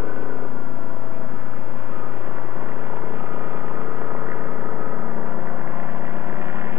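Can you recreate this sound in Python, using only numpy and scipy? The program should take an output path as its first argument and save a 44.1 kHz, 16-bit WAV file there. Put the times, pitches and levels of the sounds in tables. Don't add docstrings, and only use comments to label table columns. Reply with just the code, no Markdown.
import sys
import numpy as np
from scipy.fft import rfft, irfft, next_fast_len
from scipy.io import wavfile
from scipy.ndimage import map_coordinates

SR = 44100
rng = np.random.default_rng(int(sys.argv[2]) if len(sys.argv) > 2 else 0)


def unload_audio(sound):
    columns = np.transpose(np.atleast_2d(sound))
    steps = np.round(np.clip(columns, -1, 1) * 32767)
    wavfile.write(sys.argv[1], SR, steps.astype(np.int16))


N = 299026


def amp(db):
    return 10 ** (np.asarray(db) / 20)


def unit(x):
    return x / np.sqrt(np.mean(x ** 2) + 1e-20)


def curves(rows):
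    s, *columns = np.transpose(rows)
    return [np.interp(np.arange(N) / SR, s, column) for column in columns]


def wobble(rate):
    coarse = np.arange(0, N + 64, 64)
    knots = rng.standard_normal(int(N * rate / SR) + 4)
    values = map_coordinates(knots, [coarse * rate / SR], mode="nearest")
    return np.interp(np.arange(N), coarse, values)


def filtered(x, response):
    m = next_fast_len(N + 8192)
    return irfft(rfft(x, m) * response(np.fft.rfftfreq(m, 1 / SR)), m)[..., :N]


def coloured(x, spectrum):
    points_hz, db = np.transpose(spectrum)
    return unit(filtered(x, lambda hz: amp(np.interp(np.log(hz + 1), np.log(points_hz), db))))


def turns(speed, unsteady):
    return np.cumsum(speed * (1 + unsteady * wobble(20))) / SR


def order_tone(cycle, k, scatter, waver_db):
    phase = 2 * np.pi * k * cycle - np.pi / 2 * (k % 2) + scatter * rng.standard_normal()
    return np.sqrt(2) * amp(waver_db * wobble(5)) * np.sin(phase)


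def at_throttle(table, k, throttle):
    orders, *states = np.transpose(table)
    return np.interp(throttle, np.arange(len(states)), [np.interp(k, orders, s) for s in states])


def resonance_db(hz, centre_hz, half_width_hz, peak_db):
    return peak_db / (1 + ((hz - centre_hz) / half_width_hz) ** 2)


def bursts(cycle, decay):
    return unit(np.exp(-(cycle % 1) / max(decay, .02)))


def twin_bursts(cycle, places, second, decay):
    return unit(bursts(cycle - places[0], decay) + second * bursts(cycle - places[1], decay))


def grains(rate, spread_db):
    hits = rng.random(N) < rate / SR
    return unit(hits * rng.standard_normal(N) * amp(spread_db * rng.standard_normal(N)))


def beats(cycle, place, level_db, scatter_db, jitter_ms):
    at = np.searchsorted(cycle, np.arange(1, int(cycle[-1]) - 1) + place)
    late, strong = rng.standard_normal((len(at), 2)).T
    return list(zip(at / SR + jitter_ms / 1000 * late, level_db[at] + scatter_db * strong))


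def struck(events, modes, gain_db):
    blows = np.zeros(N)
    for s, db in events:
        blows[round(s * SR)] = amp(db + gain_db)

    def ring(hz):
        total = 0
        for i, (centre, width, db) in enumerate(modes):
            damping = 1j * hz * width
            total = total + (-1) ** i * amp(db) * damping / (centre ** 2 - hz ** 2 + damping)
        return total

    return filtered(blows, lambda hz: ring(hz) / (1 + (hz / 2850) ** 20))


# centre in Hz, half width in Hz, gain in dB.
COVER = [(970, 14, 7), (1083, 15, 5.5), (1424, 12, 5)]


def cover_db(hz):
    return sum(resonance_db(hz, *mode) for mode in COVER)


# multiple of the cycle rate, then coasting, cruising
# and pulling levels in dB.
OWN_ORDERS = [(4, -61, -57, -58), (5, -57, -56.5, -63), (6, -53.5, -52.5, -50), (7, -52, -62.5, -50),
              (8, -47, -49.5, -46), (9, -52, -52.5, -50.5), (10, -53.5, -53.5, -44), (11, -54, -52, -57),
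              (12, -54, -51, -66), (13, -52.5, -49, -40.5), (14, -59, -48, -43), (15, -59.5, -41, -48),
              (16, -51, -54, -45.5), (17, -62, -53, -47), (18, -56, -49.5, -49), (19, -60, -57.5, -63),
              (20, -52, -53, -53)]
# multiple of the cycle rate, then coasting, cruising
# and pulling levels in dB.
VALVE_ORDERS = [(20.9, -59.5, -54, -61), (22, -60, -57.5, -58), (23, -62, -67, -61), (24, -61, -58, -65),
                (27, -66, -62, -70), (27.9, -65, -55.5, -64), (30, -65, -56, -56), (32, -57, -56.5, -58),
                (33, -66, -56.5, -63), (34, -59.5, -54.5, -64), (35.1, -61, -56, -67), (36, -67, -69, -68),
                (37, -61, -61.5, -69), (38, -58, -57, -66), (39.2, -65, -66, -68)]
# time in seconds, gain at the pipe's resonance in dB.
BOOM = [(0, 2), (.56, 6.5), (.8, 2), (2, 0.5), (2.4, -2.5), (3.1, -1.5), (4.9, 4), (5.3, -3), (6.78, -23)]
PIPE_HZ, PIPE_HALF_WIDTH_HZ = 243, 20


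def own_engine(cycle, speed, throttle):
    boom_db = curves(BOOM)[0]
    pulse = cycle - .1
    drone = np.zeros(N)
    for k in range(4, 21):
        boom = boom_db / (1 + ((k * speed - PIPE_HZ) / PIPE_HALF_WIDTH_HZ) ** 4)
        level_db = at_throttle(OWN_ORDERS, k, throttle) + boom
        drone += amp(level_db) * order_tone(pulse, k, scatter=1.0, waver_db=1.4)
    for k in range(21, 40):
        level_db = at_throttle(VALVE_ORDERS, k, throttle) + cover_db(k * speed)
        drone += amp(level_db) * order_tone(pulse, k, scatter=1.75, waver_db=2.0)
    return drone * amp(1.03 * wobble(45))


# multiple of the cycle rate, level in dB.
OTHER_ORDERS = [(4, -57), (5, -51), (6, -50.5), (7, -50.5), (8, -74), (9, -69), (10, -58.5), (11, -54.5),
                (12, -59.5), (13, -58.5), (14, -57), (15, -58), (16, -58.5), (17, -50), (18, -56.5),
                (19, -61.5), (20, -53.5), (21, -55.5), (22, -57), (23, -55), (24, -63), (25, -56.5),
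                (26, -57.5), (27, -60.5), (30, -58), (32, -60), (34, -65)]
# centre in Hz, half width in Hz, gain in dB.
MUFFLER = [(211.3, 15.6, 10), (589, 12.5, 3.5), (689.5, 19, 6.5)]
OTHER_RASP_DB, RASP_GROWS = -0.5, 0.74
OTHER_PUFF_AT = (.1, .5)


def other_engine(cycle, speed, level_db):
    orders, levels = np.transpose(OTHER_ORDERS)
    rasp_db = OTHER_RASP_DB + RASP_GROWS * level_db
    pulse = cycle - OTHER_PUFF_AT[0]
    drone = np.zeros(N)
    for k in range(4, 35):
        boom = sum(resonance_db(k * speed, *mode) for mode in MUFFLER)
        upper = np.clip((k - 8) / 6, 0, 1)
        order_db = np.interp(k, orders, levels) + boom + upper * rasp_db
        drone += amp(order_db) * order_tone(pulse, k, scatter=1.14, waver_db=1.5)
    return drone * amp(level_db - 0.5 + 0.7 * wobble(45))


# time in seconds, own level in dB, other level in dB.
PUFFS = [(0, -47, -60), (.45, -44, -60), (.5, -49, -60), (1.35, -49.5, -58), (2.4, -52, -64),
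         (3.7, -55, -50), (4, -51, -57), (4.3, -48, -59), (4.9, -51, -44), (5.3, -56, -41.5),
         (5.55, -58, -48), (6, -60, -52), (6.78, -56, -47)]
# frequency in Hz, relative density in dB per Hz.
OWN_PUFF = [(200, -14), (380, -7.5), (520, -9.5), (800, -23), (2500, -59)]
# frequency in Hz, relative density in dB per Hz.
OTHER_PUFF = [(200, -22), (350, -1.5), (550, 1), (720, -4.5), (1000, -17), (2500, -59)]
PUFF_AT = (.03, .53)


def exhaust_puffs(cycle, other_cycle):
    own_db, other_db = curves(PUFFS)
    own = twin_bursts(cycle, PUFF_AT, second=0.51, decay=0.3) * rng.standard_normal(N)
    other = twin_bursts(other_cycle, OTHER_PUFF_AT, second=0.64, decay=0.14) * rng.standard_normal(N)
    return amp(own_db) * coloured(own, OWN_PUFF) + amp(other_db) * coloured(other, OTHER_PUFF)


# time in seconds, nominal peak in dB.
HEAD = [(0, -46), (.6, -49), (1.7, -42), (2.4, -38.5), (2.95, -36), (3.4, -40), (4.15, -40), (4.7, -36),
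        (5.2, -54), (6.78, -53)]
# time in seconds, nominal peak in dB.
KNOCKS = [(2.833, -32), (2.867, -30), (2.901, -30), (2.935, -28), (2.969, -27.5), (3.037, -30),
          (3.071, -31), (3.207, -29), (3.241, -31), (3.645, -31), (3.713, -30), (3.815, -31), (3.983, -30),
          (4.017, -31), (4.118, -30), (4.151, -26.5)]
# centre in Hz, width in Hz, relative level in dB.
HEAD_RING = [(470, 170, -8), (900, 170, 1.5), (1060, 180, -0.5)]
KNOCK_AT = (.045, .59)
SECOND_KNOCK_DB = -4.5


def combustion_knock(cycle):
    level_db = curves(HEAD)[0]
    first = []
    for s, db in beats(cycle, KNOCK_AT[0], level_db, scatter_db=1.5, jitter_ms=.07):
        hard = [hard_db for at, hard_db in KNOCKS if abs(at - s) < .012]
        first.append((s, hard[0] if hard else db))
    second = beats(cycle, KNOCK_AT[1], level_db + SECOND_KNOCK_DB, scatter_db=2.5, jitter_ms=.1)
    return struck(first + second, HEAD_RING, gain_db=39.5)


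# time in seconds, first and second cylinder's nominal peaks in dB.
TICKS = [(0, -58, -58), (2.1, -52, -54), (2.25, -43, -50), (2.55, -42, -43), (3.1, -44, -47),
         (3.55, -42, -43), (4.05, -45, -45), (4.45, -42, -41), (4.85, -45, -40), (5.25, -41.5, -44),
         (5.7, -43, -45), (6.1, -41, -41), (6.45, -35, -40), (6.78, -34, -38)]
# centre in Hz, width in Hz, relative level in dB.
FITTING = [(1750, 220, 0), (1950, 230, 0), (2430, 130, -17), (2900, 400, -24)]
TICK_AT = (.755, .18)


def valve_ticks(other_cycle):
    ticks = []
    for place, level_db in zip(TICK_AT, curves(TICKS)):
        ticks += beats(other_cycle, place, level_db, scatter_db=1.5, jitter_ms=.3)
    return struck(ticks, FITTING, gain_db=36)


# time in seconds, tooth mesh rate in Hz.
GEAR = [(0, 744), (.25, 738), (.5, 724), (.72, 677), (1.2, 649), (1.35, 633), (1.6, 626), (2.1, 626),
        (2.62, 611), (2.75, 626), (3.2, 625), (3.75, 627), (4.1, 631), (4.4, 629), (4.92, 634), (5.18, 623),
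        (5.6, 606), (6.25, 537), (6.78, 525)]
# start in seconds, end in seconds, multiple of the mesh tone,
# level in dB before shake and waver.
SINGING = [(0, .2, 2, -49), (.22, .5, 1, -51), (.69, 1.05, 1, -47), (1.03, 1.27, 1, -43.5),
           (1.3, 1.6, 2, -51), (1.9, 2.13, 2, -43), (2.55, 2.7, 1, -48), (2.65, 3.05, 2, -51),
           (3.15, 5.12, 2, -43), (5.72, 5.92, 2, -49), (6.02, 6.15, 2, -49)]
# teeth a cycle, then coasting, cruising and pulling levels in dB.
TIMING = [(40.5, -61, -56.5, -50), (47, -68, -68, -58), (47.9, -62, -59, -51)]
MESH_DB, MESH_DB_PER_THROTTLE = -55, 2
SING_FADE_S, SING_REST_DB = 0.042, -55.5


def singing(multiple, rest_db):
    t, gain = np.arange(N) / SR, amp(rest_db)
    for start, end, k, db in SINGING:
        if k == multiple:
            fade = np.clip(.5 + np.minimum(t - start, end - t) / SING_FADE_S, 0, 1)
            gain = np.maximum(gain, amp(db) * fade)
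    return gain


def whines(cycle, speed, throttle):
    mesh = turns(curves(GEAR)[0], unsteady=0.003005)
    shake = 1 + 0.067 * np.cos(4 * np.pi * cycle) + 0.47 * np.cos(2 * np.pi * cycle)
    mesh_gain = singing(1, MESH_DB + MESH_DB_PER_THROTTLE * throttle) * amp(1.1 * wobble(19))
    octave_gain = singing(2, SING_REST_DB) * amp(1.8 * wobble(30))
    drive = mesh_gain * np.sin(2 * np.pi * mesh) + octave_gain * np.sin(4 * np.pi * mesh)
    timing = np.zeros(N)
    for teeth in (40, 47, 48):
        tooth_hz = teeth * speed
        level_db = at_throttle(TIMING, teeth, throttle) + cover_db(tooth_hz)
        level_db = level_db + resonance_db(tooth_hz, centre_hz=1045, half_width_hz=48, peak_db=10)
        timing += amp(level_db) * order_tone(cycle, teeth, scatter=1.53, waver_db=2.2)
    return np.sqrt(2) * shake * drive + timing


# time in seconds, crunch level in dB, spray level in dB.
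SNOW = [(0, -56, -53.5), (.7, -59, -59), (1.4, -52, -57), (2, -50.5, -53.5), (2.4, -48.5, -55.5),
        (3.4, -50.5, -53), (4.3, -46.5, -58), (5.15, -51, -64), (5.9, -47.5, -55.5), (6.78, -43.5, -49.5)]
# frequency in Hz, relative density in dB per Hz.
RUMBLE = [(15, -5.5), (55, -6.5), (90, -8.5), (140, -12.5), (200, -5.5), (280, -7.5), (400, -3.5),
          (600, -3.5), (800, -8), (1200, -20), (3000, -51)]
# frequency in Hz, relative density in dB per Hz.
CLATTER = [(300, -31), (600, -15), (800, -9), (1000, -1.5), (1170, -5.5), (1330, -5), (1450, -2),
           (1580, -9.5), (1750, -11.5), (2400, -27.5), (3400, -31), (5000, -79)]
# frequency in Hz, relative density in dB per Hz.
CRUNCH = [(700, -27), (1400, -3.5), (1700, 1), (2000, -2), (2250, -10), (2450, -16), (3000, -20),
          (4000, -62)]
# frequency in Hz, relative density in dB per Hz.
SPRAY = [(1500, -32), (2100, 2.5), (2300, 1), (2430, 5.5), (2600, 0), (2900, 0), (3200, -4), (3450, -2),
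         (3750, -33), (5000, -60)]
RUMBLE_DB, OTHER_RUMBLE_DB = -44, -55
CLATTER_DB, CLATTER_DB_PER_THROTTLE, OTHER_CLATTER_DB = -45, 1.5, -46.5


def running_gear(cycle, other_cycle, throttle, other_db):
    crunch_db, spray_db = curves(SNOW)
    rumble_gain = np.hypot(amp(RUMBLE_DB), amp(OTHER_RUMBLE_DB + other_db))
    clatter_db = CLATTER_DB + CLATTER_DB_PER_THROTTLE * throttle
    clatter_gain = np.hypot(amp(clatter_db), amp(OTHER_CLATTER_DB + other_db))
    firing = unit(1 + .5 * twin_bursts(cycle, PUFF_AT, second=0.83, decay=0.37))
    rasp = unit(1 + .45 * amp(other_db) * twin_bursts(other_cycle, TICK_AT, second=.8, decay=.08))
    rumble = coloured(firing * grains(rate=5000, spread_db=1.5), RUMBLE)
    rumble *= rumble_gain * amp(0.5 * wobble(8.8))
    clatter = coloured(firing * grains(rate=7000, spread_db=1.5), CLATTER)
    clatter *= clatter_gain * amp(0.75 * wobble(35))
    crunch = coloured(rasp * grains(rate=12000, spread_db=2.5), CRUNCH)
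    crunch *= amp(crunch_db + 1.36 * wobble(35))
    spray = coloured(rasp * grains(rate=11000, spread_db=1.0), SPRAY)
    spray *= amp(spray_db + 1.5 * wobble(35))
    return rumble + clatter + crunch + spray


def housing_rustle():
    # frequency in Hz, relative density in dB per Hz
    spectrum = [(20, -2.5), (60, 10.5), (150, 0.5), (1000, -8.0), (2000, -8.5), (3200, -18.5), (5000, -39.0)]
    return amp(-50) * coloured(rng.standard_normal((2, N)), spectrum)


# time in seconds, nominal peak in dB.
BARKS = [(.034, -27), (.11, -29), (.162, -29), (.322, -28), (.356, -31), (.388, -31), (.422, -29),
         (.451, -27.5)]
# centre in Hz, width in Hz, relative level in dB.
BARK_RING = [(460, 110, 0)]


def exhaust_barks():
    return struck(BARKS, BARK_RING, gain_db=35)


# start in seconds, length in seconds, start in Hz, end in Hz,
# rms level at the middle in dB.
SQUEAKS = [(1.25, .17, 562, 558, -46), (5.55, .25, 1635, 1662, -50), (6.42, .24, 1424, 1428, -48)]


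def squeaks():
    t, out = np.arange(N) / SR, np.zeros(N)
    for start, length, from_hz, to_hz, db in SQUEAKS:
        progress = np.clip((t - start) / length, 0, 1)
        glide = turns(from_hz + (to_hz - from_hz) * progress, unsteady=0.00307)
        swell = amp(db) * np.sin(np.pi * progress)
        out += swell * np.sqrt(2) * np.sin(2 * np.pi * glide)
    return out


# time in seconds, nominal peak in dB.
HARD_TICKS = [(2.718, -37), (3.682, -34), (4.164, -37), (4.286, -34), (4.3, -35), (4.317, -30), (4.331, -36),
              (4.41, -37), (5.472, -36), (5.613, -37), (5.675, -38), (5.799, -34), (6.052, -35)]


def hard_ticks():
    return struck(HARD_TICKS, FITTING, gain_db=39.5)


def ports(x, lag_ms):
    sides = np.array([[-1], [1]])
    return filtered(x, lambda hz: np.exp(1j * np.pi * hz * lag_ms / 1000 * sides))


# time in seconds, four-stroke cycles a second.
OWN_SPEED = [(0, 31.5), (.4, 30.85), (.8, 28.5), (1.65, 27.7), (1.8, 28.1), (2, 29), (2.35, 28.45),
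             (3.15, 29.6), (4.1, 29.68), (5, 29.55), (5.2, 29), (5.6, 27.3), (5.8, 26.3), (6.1, 25.3),
             (6.4, 24.85), (6.78, 25.05)]
# time in seconds, four-stroke cycles a second.
OTHER_SPEED = [(0, 33.4), (1, 29.9), (2, 31.5), (2.2, 32.4), (2.6, 33.15), (3.1, 33.29), (3.5, 33.15),
               (4, 33.15), (4.3, 32.8), (4.6, 32), (5.2, 31.05), (5.55, 31.4), (5.8, 32.8), (6, 33.87),
               (6.2, 34.7), (6.78, 35.45)]
# time in seconds, opening (0 coasting, 1 cruising, 2 pulling).
THROTTLE = [(0, 2.04), (.46, 1.52), (.5, 0.27), (1.6, 0.1), (2, 0.72), (2.4, 0.61), (3.0, 0.95),
            (4.9, 1.05), (5.7, 0.3), (6.2, 0.56), (6.78, 0.74)]
# time in seconds, relative level in dB.
OTHER = [(0, -22), (1, -19), (1.5, -11), (2.6, -2), (4.6, 0), (5.6, 3), (6, 2), (6.78, 0.5)]


def scene():
    speed, other_speed, throttle, other_db = (curves(c)[0] for c in (OWN_SPEED, OTHER_SPEED, THROTTLE, OTHER))
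    cycle = turns(speed, unsteady=.0005)
    other_cycle = turns(other_speed, unsteady=.0007)
    engines = own_engine(cycle, speed, throttle) + other_engine(other_cycle, other_speed, other_db)
    engines += exhaust_puffs(cycle, other_cycle) + combustion_knock(cycle) + valve_ticks(other_cycle)
    gear = whines(cycle, speed, throttle) + running_gear(cycle, other_cycle, throttle, other_db)
    rustle = housing_rustle()
    brief = exhaust_barks() + squeaks() + hard_ticks()
    return ports(engines + gear + brief, lag_ms=0.13) + rustle


# frequency in Hz, relative density in dB per Hz.
HISS = [(200, -15), (4000, 0), (4800, 4), (5100, 10), (5400, 2.5), (8000, 0), (9500, 1.5), (10100, 4),
        (11000, 1), (12500, 2.5), (12900, -11), (15000, -17)]
OFFSET = [
    [.261],
    [.077],
]
TOP_HZ = 15100


def record(dry):
    shared = rng.standard_normal(N)
    separate = rng.standard_normal((2, N))
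    hiss = coloured(shared + 1.1 * separate, HISS) * amp([[-69.5], [-72.5]])
    return filtered(dry + hiss, lambda hz: hz < TOP_HZ) + OFFSET


dry = scene()
out = record(dry)
unload_audio(out)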